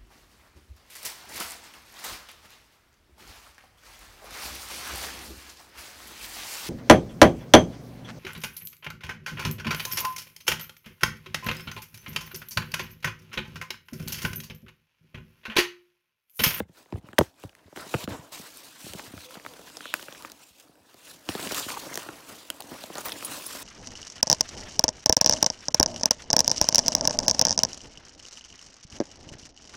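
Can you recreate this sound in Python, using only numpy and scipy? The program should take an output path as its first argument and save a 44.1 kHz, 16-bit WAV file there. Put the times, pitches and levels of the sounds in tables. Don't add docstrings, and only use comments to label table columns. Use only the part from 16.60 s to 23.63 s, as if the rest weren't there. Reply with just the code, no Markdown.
import sys
import numpy as np
from scipy import signal
from scipy.fft import rfft, irfft, next_fast_len
from scipy.io import wavfile
from scipy.ndimage import uniform_filter1d, map_coordinates

SR = 44100
rng = np.random.default_rng(int(sys.argv[2]) if len(sys.argv) > 2 else 0)


def put_to_file(sound):
    columns = np.atleast_2d(sound).T
    safe = np.clip(columns, -1, 1)
    whole_steps = np.round(safe * 32767)
    wavfile.write(sys.argv[1], SR, whole_steps.astype(np.int16))


def gain_from_db(level_db):
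    decades = np.asarray(level_db, float) / 20
    return 10 ** decades


N = 310023


def unit(x):
    return x / np.sqrt(np.mean(x ** 2) + 1e-20)


def along(points, hz):
    f, v = np.transpose(points)
    return np.interp(np.log(hz + 1), np.log(f + 1), v)


def wobble(rate):
    return map_coordinates(rng.standard_normal(N // 100), [np.arange(N) * rate / SR])


def filtered(x, response):
    m = next_fast_len(N + SR // 2)
    hz = np.fft.rfftfreq(m, 1 / SR)
    return irfft(rfft(x, m) * response(hz), m)[..., :N]


def add(track, s, sound):
    part = track[max(round(s * SR), 0):][:len(sound)]
    part += sound[:len(part)]


def microphone_hiss():
    return gain_from_db(-84.0) * rng.standard_normal(N)


# pitch in Hz, time to fade by 60 dB in seconds.
ROOM_FADE = [(150, .098), (2000, .17), (12000, .1)]


def room(x):
    hz, t, z = signal.stft(rng.standard_normal(SR // 3), SR, nperseg=256)
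    fade = gain_from_db(-60 * t / along(ROOM_FADE, hz)[:, None])
    tail = signal.istft(z * fade, SR, nperseg=256)[1]
    delayed = np.pad(x, (150, 0))
    return signal.fftconvolve(delayed, tail / np.linalg.norm(tail))[:N]


# time in seconds, pitch in Hz, level in dB.
CORD_CREAKS = [
    [(2.645, 520, -52), (2.674, 502, -47), (2.708, 513, -51)],
    [(2.712, 518, -54), (2.735, 527, -56)],
    [(2.888, 500, -57), (2.918, 500, -55)],
]


def squeak():
    out, t, rough = np.zeros(N), np.arange(N) / SR, wobble(60)
    for rows in CORD_CREAKS:
        s, hz_points, db_points = np.transpose(rows)
        hz = np.interp(t, s, hz_points)
        db = np.interp(t, s, db_points)
        alive = np.clip(np.minimum(t - s[0], s[-1] - t) / .006, 0, 1)
        out += alive * gain_from_db(db + 2.5 * rough) * np.sin(2 * np.pi * np.cumsum(hz) / SR)
    return out


# start in seconds, length in seconds, pitch in Hz, width in Hz, level in dB.
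FOLD_SCRAPES = [(0.01, 0.04, 2100, 201, -69), (3.203, 0.17, 3280, 1510, -49),
                (5.017, 0.039, 3600, 1820, -42), (5.39, 0.17, 1220, 400, -52),
                (1.495, 0.11, 7440, 1820, -59), (5.162, .022, 1023, 400, -40), (5.11, .04, 1000, 400, -46),
                (6.521, .008, 3300, 1200, -37.5), (2.585, .075, 4100, 500, -56),
                (6.13, .04, 1000, 520, -50.5), (6.358, 0.042, 1100, 1100, -42.5), (6, .016, 800, 500, -43),
                (6.715, 0.034, 1300, 400, -48), (4.76, 0.042, 1300, 204, -49), (4.7, .035, 1900, 300, -50),
                (4.83, .045, 8200, 700, -49)]


def scrapes():
    out = np.zeros(N)
    for s, length, hz, width_hz, db in FOLD_SCRAPES:
        t = np.arange(round(length * SR)) / SR
        smoothing = max(round(SR / width_hz), 1)
        drag = uniform_filter1d(rng.standard_normal(SR // 4), size=smoothing)[:len(t)]
        swell = np.sqrt(np.sin(np.pi * t / length))
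        add(out, s, gain_from_db(db + 6.0) * unit(drag) * np.cos(2 * np.pi * hz * t) * swell)
    return out


# start in seconds, peak level in dB, strongest pitch in Hz.
METAL_TOUCHES = [(7, -33.5, 10900), (6.3816, -29, 6730), (6.4058, -28.5, 6730), (6.456, -20.5, 13500),
                 (6.4757, -27.5, 10400), (6.5056, -41, 15100), (6.6477, -16.5, 9470), (6.66, -27, 11000),
                 (6.522, -30, 12800), (6.8636, -21, 9800), (6.8794, -36, 15200), (6.437, -38, 12800),
                 (6.352, -37, 15100)]
# pitch in Hz, level in dB.
METAL_PITCHES = [(4500, -14), (6950, -10), (9453, -2), (9700, -9), (10650, -4), (10900, -8), (12820, -3),
                 (13100, -10), (15130, 0)]


def clinks():
    ring_t60_s, stopped_s = .045, .013
    octave_loss_db, grit_db = 15, -11
    out, t = np.zeros(N), np.arange(SR // 8) / SR
    hz, level = np.transpose(METAL_PITCHES)[:, :, None]
    luck_of_all = rng.standard_normal((len(METAL_TOUCHES), 3, len(METAL_PITCHES), 1))
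    for (s, db, near_hz), luck in zip(METAL_TOUCHES, luck_of_all):
        strength = gain_from_db(level + 4 * luck[0] - octave_loss_db * np.abs(np.log2(hz / near_hz)))
        chatter = 1 + .8 * np.cos(2 * np.pi * (130 + 40 * luck[1]) * t + luck[2])
        tones = np.sin(2 * np.pi * hz * (1 + .004 * luck[2]) * t)
        ring = (strength * chatter * tones).sum(0)
        free_s = stopped_s * gain_from_db((db + 20) / 2.5)
        damped = gain_from_db(-60 * t / ring_t60_s) / (1 + (t / free_s) ** 8) + .06 * gain_from_db(-60 * t / .12)
        grit = gain_from_db(grit_db - 60 * t / .025) * np.diff(rng.standard_normal(len(t) + 1))
        attack = 1 - np.exp(-t / .0009)
        add(out, s, gain_from_db(db + 5.5) * attack * (damped * ring / np.abs(ring).max() + grit / 3))
    return out


# start in seconds, snap level in dB, panel pitch in Hz, knock level in dB, knock pitch in Hz.
HEAVY_BLOWS = [(.0024, -17, 1690, -20, 330), (.3244, -31.5, 2480, -26.5, 274),
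               (.3386, -41, 1700, -26.5, 71.6), (0.4876, -31.5, 1310, -45, 152),
               (0.5314, -28.5, 1630, -42, 267), (0.5834, -0.2, 1750, -33, 899), (0.586, -8, 1660, -24, 899),
               (0.5873, -20, 1290, -8.5, 440), (0.6099, -15.5, 1367, -11, 326),
               (1.173, -23.5, 1470, -37.5, 370), (1.3404, -10, 1280, -20.5, 470),
               (1.346, -13.5, 1315, -19.5, 164), (1.4378, -40, 1690, -35.5, 123),
               (1.4761, -21.5, 1350, -26, 218), (1.5075, -33, 1340, -35, 80),
               (2.395, -27.5, 2090, -35, 894), (2.8498, -33, 2170, -39.5, 706),
               (3.1699, -17, 5300, -39.5, 652), (4.6895, -10.5, 3060, -26.5, 240),
               (4.7512, -17, 3650, -26.5, 343), (5.1032, -18.5, 2480, -33, 885),
               (5.171, -47, 2280, -34.5, 848), (5.4882, -18.5, 1440, -33, 363),
               (6.3823, -19, 6050, -29, 630)]
# start in seconds, snap level in dB, panel pitch in Hz, knock level in dB.
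POPPING_FOLDS = [(5.9022, -18, 1550, -50), (4.69, -20, 1100, -45), (.93, -46, 1500, -60),
                 (.445, -52, 2700, -60), (1.3425, -30, 1300, -24), (.2593, -45, 1960, -52.5),
                 (.894, -33.5, 2800, -57), (1.1616, -26.5, 1440, -45), (6.6254, -19, 1270, -39),
                 (2.578, -28.5, 1430, -46), (2.7537, -27, 1500, -44), (2.798, -31, 1870, -50),
                 (2.8633, -20, 1250, -45), (2.9923, -43, 1340, -40), (3.207, -24.5, 1420, -45.5),
                 (3.256, -20.5, 1480, -41), (3.395, -27, 1560, -51), (3.484, -25.5, 1600, -37.5),
                 (3.5251, -25, 3360, -45.5), (3.549, -30, 1730, -61), (3.6486, -20, 1200, -44),
                 (6.5203, -14, 3470, -41.5), (4.873, -17, 2930, -39), (4.9107, -19, 1340, -32),
                 (5.3422, -15.5, 6300, -47), (6.1193, -34, 1370, -53), (6.2381, -23, 4340, -33),
                 (6.2724, -44, 1730, -49), (6.3545, -21, 4200, -33), (6.4074, -28, 6400, -45),
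                 (6.4845, -19, 5200, -40), (6.9501, -25, 4700, -35.5), (5.3746, -15, 1860, -30.5),
                 (6.864, -33, 6640, -42), (.5861, -2, 3100, -59)]
# start in seconds, snap level in dB, panel pitch in Hz, knock level in dB.
SHARP_CRACKS = [(0.5876, -7, 12760, -60), (.7995, -44, 7500, -75), (.837, -40, 2780, -35.5),
                (0.9512, -37.5, 2000, -66), (1.1266, -55, 1410, -43), (2.196, -37, 7080, -68),
                (2.3352, -22, 3160, -38.5), (2.708, -32, 1360, -66), (3.3399, -7, 1550, -34),
                (3.427, -28, 2880, -43.5), (3.6237, -28, 4300, -53), (3.9985, -34.5, 6500, -68),
                (4.155, -46.5, 1520, -65), (4.343, -38, 4430, -47.5), (4.7944, -27, 1760, -34.5),
                (4.8283, -22, 3480, -39), (4.9208, -16, 5500, -29.5), (4.946, -16, 3600, -57),
                (4.9974, -15.5, 5080, -60), (5.3561, -14, 5600, -38.5), (5.375, -14, 6930, -59),
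                (5.902, -10.5, 2980, -40), (6.0053, -20, 4500, -75), (6.0223, -26, 3880, -54),
                (6.3007, -53, 4010, -33.5), (6.457, -23.5, 1380, -48), (6.4937, -21.5, 1460, -46.5),
                (3.7184, -26, 4400, -55), (1.9725, -26.5, 9500, -61), (6.647, -25, 4570, -49)]
# start in seconds, snap level in dB.
FAINT_TICKS = [(.742, -51), (3.1, -36.5), (2.937, -33), (3.016, -38), (3.3, -37), (3.072, -36), (3.2, -42),
               (2.92, -42), (2.5, -47), (5.83, -41), (5.852, -37), (6.81, -33), (5.235, -31.5),
               (5.158, -34)]
# start in seconds, peak level in dB, pitch in Hz.
BRIGHT_PINGS = [(0.0174, -52, 3570), (0.0274, -58, 3680), (0.2714, -59, 3710), (0.3042, -43, 3880),
                (0.3324, -48, 4130), (0.3404, -49, 3750), (0.4693, -42, 3770), (0.5043, -49, 4380),
                (0.5144, -45, 3550), (0.6844, -50, 8040), (0.8224, -35, 3770), (0.8544, -47, 3600),
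                (0.9114, -51, 4340), (1.5694, -33, 7380), (1.6194, -45, 5200), (1.6386, -47, 3680),
                (1.7205, -33, 5190), (2.0566, -35, 9070), (2.7214, -32, 3750), (2.7433, -27.5, 4220),
                (2.8632, -25, 4000), (3.0964, -42, 4440), (3.5096, -32, 3680), (3.6994, -26, 4870),
                (3.8081, -42, 6070), (4.1059, -57, 4360), (4.2321, -52, 8710), (4.275, -49, 5640),
                (4.3663, -45, 5480), (4.8544, -22, 7640), (5.0726, -25, 6830), (5.0884, -24, 4100),
                (5.3174, -34, 6630), (6.0874, -40, 3520), (6.1195, -33, 4450), (6.2207, -26, 4210),
                (6.3422, -24, 5540), (6.3724, -20.5, 4490), (6.3914, -25, 6740), (6.451, -19, 12600),
                (6.5031, -21, 3680), (6.6052, -28, 4400), (6.8224, -23, 9840), (6.8424, -21, 9470),
                (6.8774, -28, 9710), (6.8864, -28, 8770), (7.002, -28, 7700)]


def creases():
    blow_crack_db, fold_crack_db, sharp_crack_db, ping_crack_db = -41, -20.5, -6.5, -12
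    fold_knock_hz, sharp_knock_hz = 464, 402
    blows = [(s, db, hz, blow_crack_db, knock_db, knock_hz) for s, db, hz, knock_db, knock_hz in HEAVY_BLOWS]
    folds = [(s, db, hz, fold_crack_db, knock_db, fold_knock_hz) for s, db, hz, knock_db in POPPING_FOLDS]
    cracks = [(s, db, hz, sharp_crack_db, knock_db, sharp_knock_hz) for s, db, hz, knock_db in SHARP_CRACKS]
    ticks = [(s, db, 3600, sharp_crack_db, db - 12.5, sharp_knock_hz) for s, db in FAINT_TICKS]
    pings = [(s, db - 5.5, hz, ping_crack_db, db - 30, sharp_knock_hz) for s, db, hz in BRIGHT_PINGS]
    return blows + folds + cracks + ticks + pings


# pitch in Hz, level in dB.
WALL_TONE = [(30, -15.5), (70, 1.5), (1000, 1.5), (3000, -4), (8000, -12.5)]
# start in seconds, peak level in dB, strongest pitch in Hz.
HAND_BUMPS = [(2.29, -46, 90), (2.47, -48, 110), (2.56, -42, 75), (3.9, -61, 75), (4.2, -62, 70),
              (.597, -26, 200), (.59, -23.5, 70.1), (1.05, -51, 70), (.01, -37, 70), (0.046, -52, 110),
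              (0.088, -49.5, 135), (0.351, -37.5, 320), (0.369, -37.5, 109), (0.434, -44, 102),
              (0.841, -36, 83.4), (1.074, -50, 291), (1.26, -39, 332), (1.519, -57, 72.7),
              (1.584, -42, 106), (1.79, -40, 206), (2.235, -41, 139), (2.26, -39, 283), (2.499, -46.5, 188),
              (2.531, -35.5, 169), (2.763, -38.5, 270), (4.86, -29, 268), (4.999, -35, 641),
              (5.058, -33.5, 232), (5.261, -35, 373), (5.306, -39, 323), (5.457, -39.5, 393),
              (2.343, -36.5, 147), (4.088, -53, 234), (4.539, -51, 260), (5.939, -54.5, 280),
              (6.035, -45, 283), (6.111, -37, 268)]


def knocks(travel_s):
    out, hz = np.zeros(N), np.fft.rfftfreq(4096, 1 / SR)
    blows = [(s, db, top_hz) for s, *_, db, top_hz in creases()]
    blows += [(s + 0.00517, db, top_hz) for s, db, top_hz in HAND_BUMPS]
    for (s, db, top_hz), luck in zip(blows, rng.random((len(blows), 6))):
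        paths = 1 + np.cumsum(np.r_[0, .35 + .9 * luck[1:]])[:, None]
        lag = 2 * travel_s * np.sqrt(300 * hz) * paths
        first = travel_s * np.sqrt(300 / 3000) * hz
        waves = (gain_from_db(-7 * (paths - 1)) * np.exp(-2j * np.pi * (lag - first))).sum(0)
        pitch = hz / top_hz
        blow = pitch / (1 - pitch ** 2 + 1.1j * pitch)
        blow /= 1 + (pitch / 4) ** 2
        sound = np.roll(irfft(waves * blow * gain_from_db(along(WALL_TONE, hz))), 64)
        add(out, s - 64 / SR, gain_from_db(db + 3) * sound / np.abs(sound).max())
    return out


def snaps():
    ring_cycles, ring_s = 7.9, 0.0016
    rattle_db, rattle_s = -6, 0.02
    crack_edge = .5
    events = creases()
    out, t = np.zeros(N), np.arange(700) / SR
    for (s, db, hz, bright_db, *_), noise in zip(events, rng.standard_normal((len(events), 3, len(t)))):
        t60 = ring_cycles / hz + ring_s
        side_hz = hz * np.array([.7, 1.4, 1.9]) * (1 + 0.12 * noise[2, :3])
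        side_hz = np.minimum(side_hz, 15000)[:, None]
        neighbours = np.sin(2 * np.pi * side_hz * t + 3 * noise[2, 3:6, None]).sum(0)
        modes = np.sin(2 * np.pi * hz * t) + gain_from_db(-10) * neighbours
        panel = modes * gain_from_db(-60 * t / t60) * (1 - np.exp(-t / 0.00021))
        crack = noise[0] - crack_edge * np.roll(noise[0], 2)
        crack *= gain_from_db(-60 * t / 0.0036) * (1 - np.exp(-t / 0.00018))
        crack *= gain_from_db(bright_db + 2.5) / np.abs(crack).max()
        rattle = uniform_filter1d(noise[1], size=12) * np.cos(2 * np.pi * hz * t)
        rattle *= gain_from_db(rattle_db - 60 * t / rattle_s)
        add(out, s, gain_from_db(db + 0.58) * (panel + crack + rattle))
    return filtered(out, lambda hz: (1j * hz / 700) ** 2 / (1 + 1j * hz / 700) ** 2)


# time of most
# pressure in seconds, level in dB, seconds to swell 20 dB, seconds to fade 20 dB, brightness in dB.
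HAND_STROKES = [(.182, -54, .07, .09, -1), (.51, -61, 0.24, 0.4, -13), (.84, -54, .07, .05, 3),
                (1.04, -64.5, 0.63, -0.2, -10.5), (.02, -62, 4, .03, -6), (.095, -68, .03, .03, -8),
                (.665, -68, .03, .04, 3), (.78, -66, .05, 0.34, 0), (1.3, -51, .06, 0.06, 5),
                (1.345, -42.5, 0.07, 0.05, -3), (2.05, -55, .7, .9, 8), (2.39, -48.5, 0.3, 0.4, 0.5),
                (2.745, -51, .11, .05, 6), (2.93, -53, 0.75, 0.8, -4), (3.16, -53.5, 0.6, 0.54, 7),
                (3.66, -51.5, 0.5, 0.22, -2), (3.82, -58, 0.1, 0.4, 9.5), (4.004, -60.5, 0.1, 0.06, 10),
                (4.16, -66.5, 1, 9.5, -8.5), (4.512, -49, 0.23, 0.12, 7.5), (4.62, -63, 0.5, 4, 1),
                (4.863, -39.5, .22, .25, 3), (4.975, -36, .12, 0.2, 12), (5.26, -44, 0.42, 0.43, 0),
                   (5.53, -50, 0.4, 0.6, -2.5), (6.04, -52.5, .02, -0.5, 7), (6.15, -51, 0.34, 0.1, -15.5),
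                   (6.23, -48.5, 0.3, 0.2, 6), (6.57, -49.5, 0.03, 9, 10.5), (6.64, -43, -0.1, 0.6, 7),
                   (6.9, -50.5, 0, 6, 1), (7.025, -48, 0.16, 9, 15), (6.96, -47.5, .05, -0.4, 0)]
# start in seconds, level in dB, seconds to fade 20 dB, brightness in dB.
JERKED_STROKES = [(.595, -49, .1, 8), (5.088, -41, .15, 7), (4.79, -49, 0.34, 0), (1.162, -46.5, .3, -4),
                  (1.488, -44, 0.27, -12), (1.723, -45, 0.46, 7.5), (2.205, -49.5, 0.27, 16.5),
                  (3.35, -45.5, 0.31, 5), (4.693, -41, 0.34, 5.5), (5.385, -43.5, 0.14, 2),
                  (5.7, -49.5, 0.53, 5), (6.33, -50, 0.7, -2), (6.453, -40.5, 0.23, -1)]
# end in seconds, level in dB, seconds to swell 20 dB, brightness in dB.
LIFTED_STROKES = [(.23, -58, .1, -3), (.386, -56, .15, -6), (1.232, -52, .15, 0), (1.445, -40, 0.22, 3),
                  (2.665, -52.5, 0.26, 11.5), (.637, -53.5, 0.08, 3.5), (5.047, -41, .2, 10),
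                  (5.2, -46, .35, 8), (6.45, -48, .15, 4), (6.325, -52, 0.23, 0), (6.54, -47, .1, 0),
                  (5.7, -45, .05, 4), (6.415, -44.5, 0.06, 3), (6.785, -42, .2, 8)]


def pressure(per_bright):
    catch_s, lift_s = .008, .016
    t = np.arange(0, N, 64) / SR
    jerked = [(s, db, catch_s, fade_s, bright_db) for s, db, fade_s, bright_db in JERKED_STROKES]
    lifted = [(s, db, swell_s, lift_s, bright_db) for s, db, swell_s, bright_db in LIFTED_STROKES]
    strokes = [*HAND_STROKES, *jerked, *lifted]
    s, db, swell_s, fade_s, bright_db = np.transpose(strokes)[:, :, None]
    shape_db = -20 * np.where(t < s, (s - t) / np.abs(swell_s), (t - s) / np.abs(fade_s))
    power = (gain_from_db(db + per_bright * bright_db + shape_db) ** 2).sum(0)
    return np.interp(np.arange(N) / SR, t, 10 * np.log10(power + 1e-12))


def scratch(spectrum, grit_db, clump_db, rate, patchy_db):
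    grit = grit_db * np.minimum(rng.exponential(size=N), 5)
    catches = rng.standard_normal(N) * gain_from_db(grit + clump_db * wobble(rate))
    z = signal.stft(catches, nperseg=256)[2]
    field = uniform_filter1d(rng.standard_normal(z.shape), size=3, axis=0)
    field = uniform_filter1d(field, size=18, axis=1)
    patchy = signal.istft(z * gain_from_db(patchy_db * unit(field)), nperseg=256)[1][:N]
    return unit(filtered(patchy, lambda hz: gain_from_db(along(spectrum, hz))))


def crackle(level_db, spread_db, count):
    when, tone, life, size = rng.random((count, 4)).T
    start, t = (when * (N - 200)).astype(int), np.arange(128) / SR
    hz = (2600 * 5.5 ** tone)[:, None]
    ticks = np.sin(2 * np.pi * hz * t) * np.exp(-t * hz / (1.0 + 1.8 * life[:, None]))
    ticks *= gain_from_db(level_db[start] - spread_db * np.log(0.023 + size))[:, None]
    places = start[:, None] + np.arange(len(t))
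    return np.bincount(places.ravel(), ticks.ravel(), N)


# pitch in Hz, level in dB per Hz.
HISS_COLOUR = [(1470, -40), (2500, -3), (6920, -4), (7730, -5), (10400, -8), (15100, -10.5), (16100, -10),
               (16500, -37)]
# pitch in Hz, level in dB per Hz.
BODY_COLOUR = [(260, -32), (450, -2.5), (643, -5.5), (835, -16), (951, 1), (1550, 0), (3380, -9.5),
               (6000, -16), (7800, -33.5), (13200, -120)]
# pitch in Hz, level in dB per Hz.
RUMBLE_COLOUR = [(21, -51.5), (35, -5), (70, -7), (220, -4), (295, 4), (370, -5), (600, -2), (1000, -6),
                 (1300, -31.5), (2200, -120)]


def slide():
    hiss_db = pressure(0.45)
    body_db = pressure(-0.091) - 1.5
    rumble_db = pressure(-.45) - 1.5
    grip = 1.2 * wobble(26)
    hiss = scratch(HISS_COLOUR, grit_db=1.5, clump_db=2, rate=150, patchy_db=2.4)
    body = scratch(BODY_COLOUR, grit_db=1.5, clump_db=2.5, rate=90, patchy_db=3)
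    rumble = scratch(RUMBLE_COLOUR, grit_db=1.1, clump_db=1.6, rate=40, patchy_db=1.6)
    hiss *= gain_from_db(hiss_db - 1.5 + 1.2 * grip)
    body *= gain_from_db(body_db - 1.1 + 1.2 * grip)
    rumble *= gain_from_db(rumble_db - 1.1 + 1.1 * grip)
    return hiss + body + rumble + crackle((hiss_db + body_db) / 2 + 2.5, spread_db=4.0, count=1400)


def scene():
    hits = snaps() + knocks(travel_s=.005) + clinks()
    echo = gain_from_db(-24) * room(hits)
    return (microphone_hiss() + echo + squeak() + scrapes() + hits + slide())[None]


def roll_off(x):
    return signal.sosfilt(signal.butter(12, 17000, fs=SR, output="sos"), x)


def record(dry):
    def microphone(hz):
        below_top = np.clip((15900 + 150 - hz) / 300, 0, 1) ** 2
        return (gain_from_db(-36.0) + below_top) / (1 + (45 / (hz + 1)) ** 4)

    return roll_off(filtered(dry, microphone))


dry = scene()
out = record(dry)
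put_to_file(out)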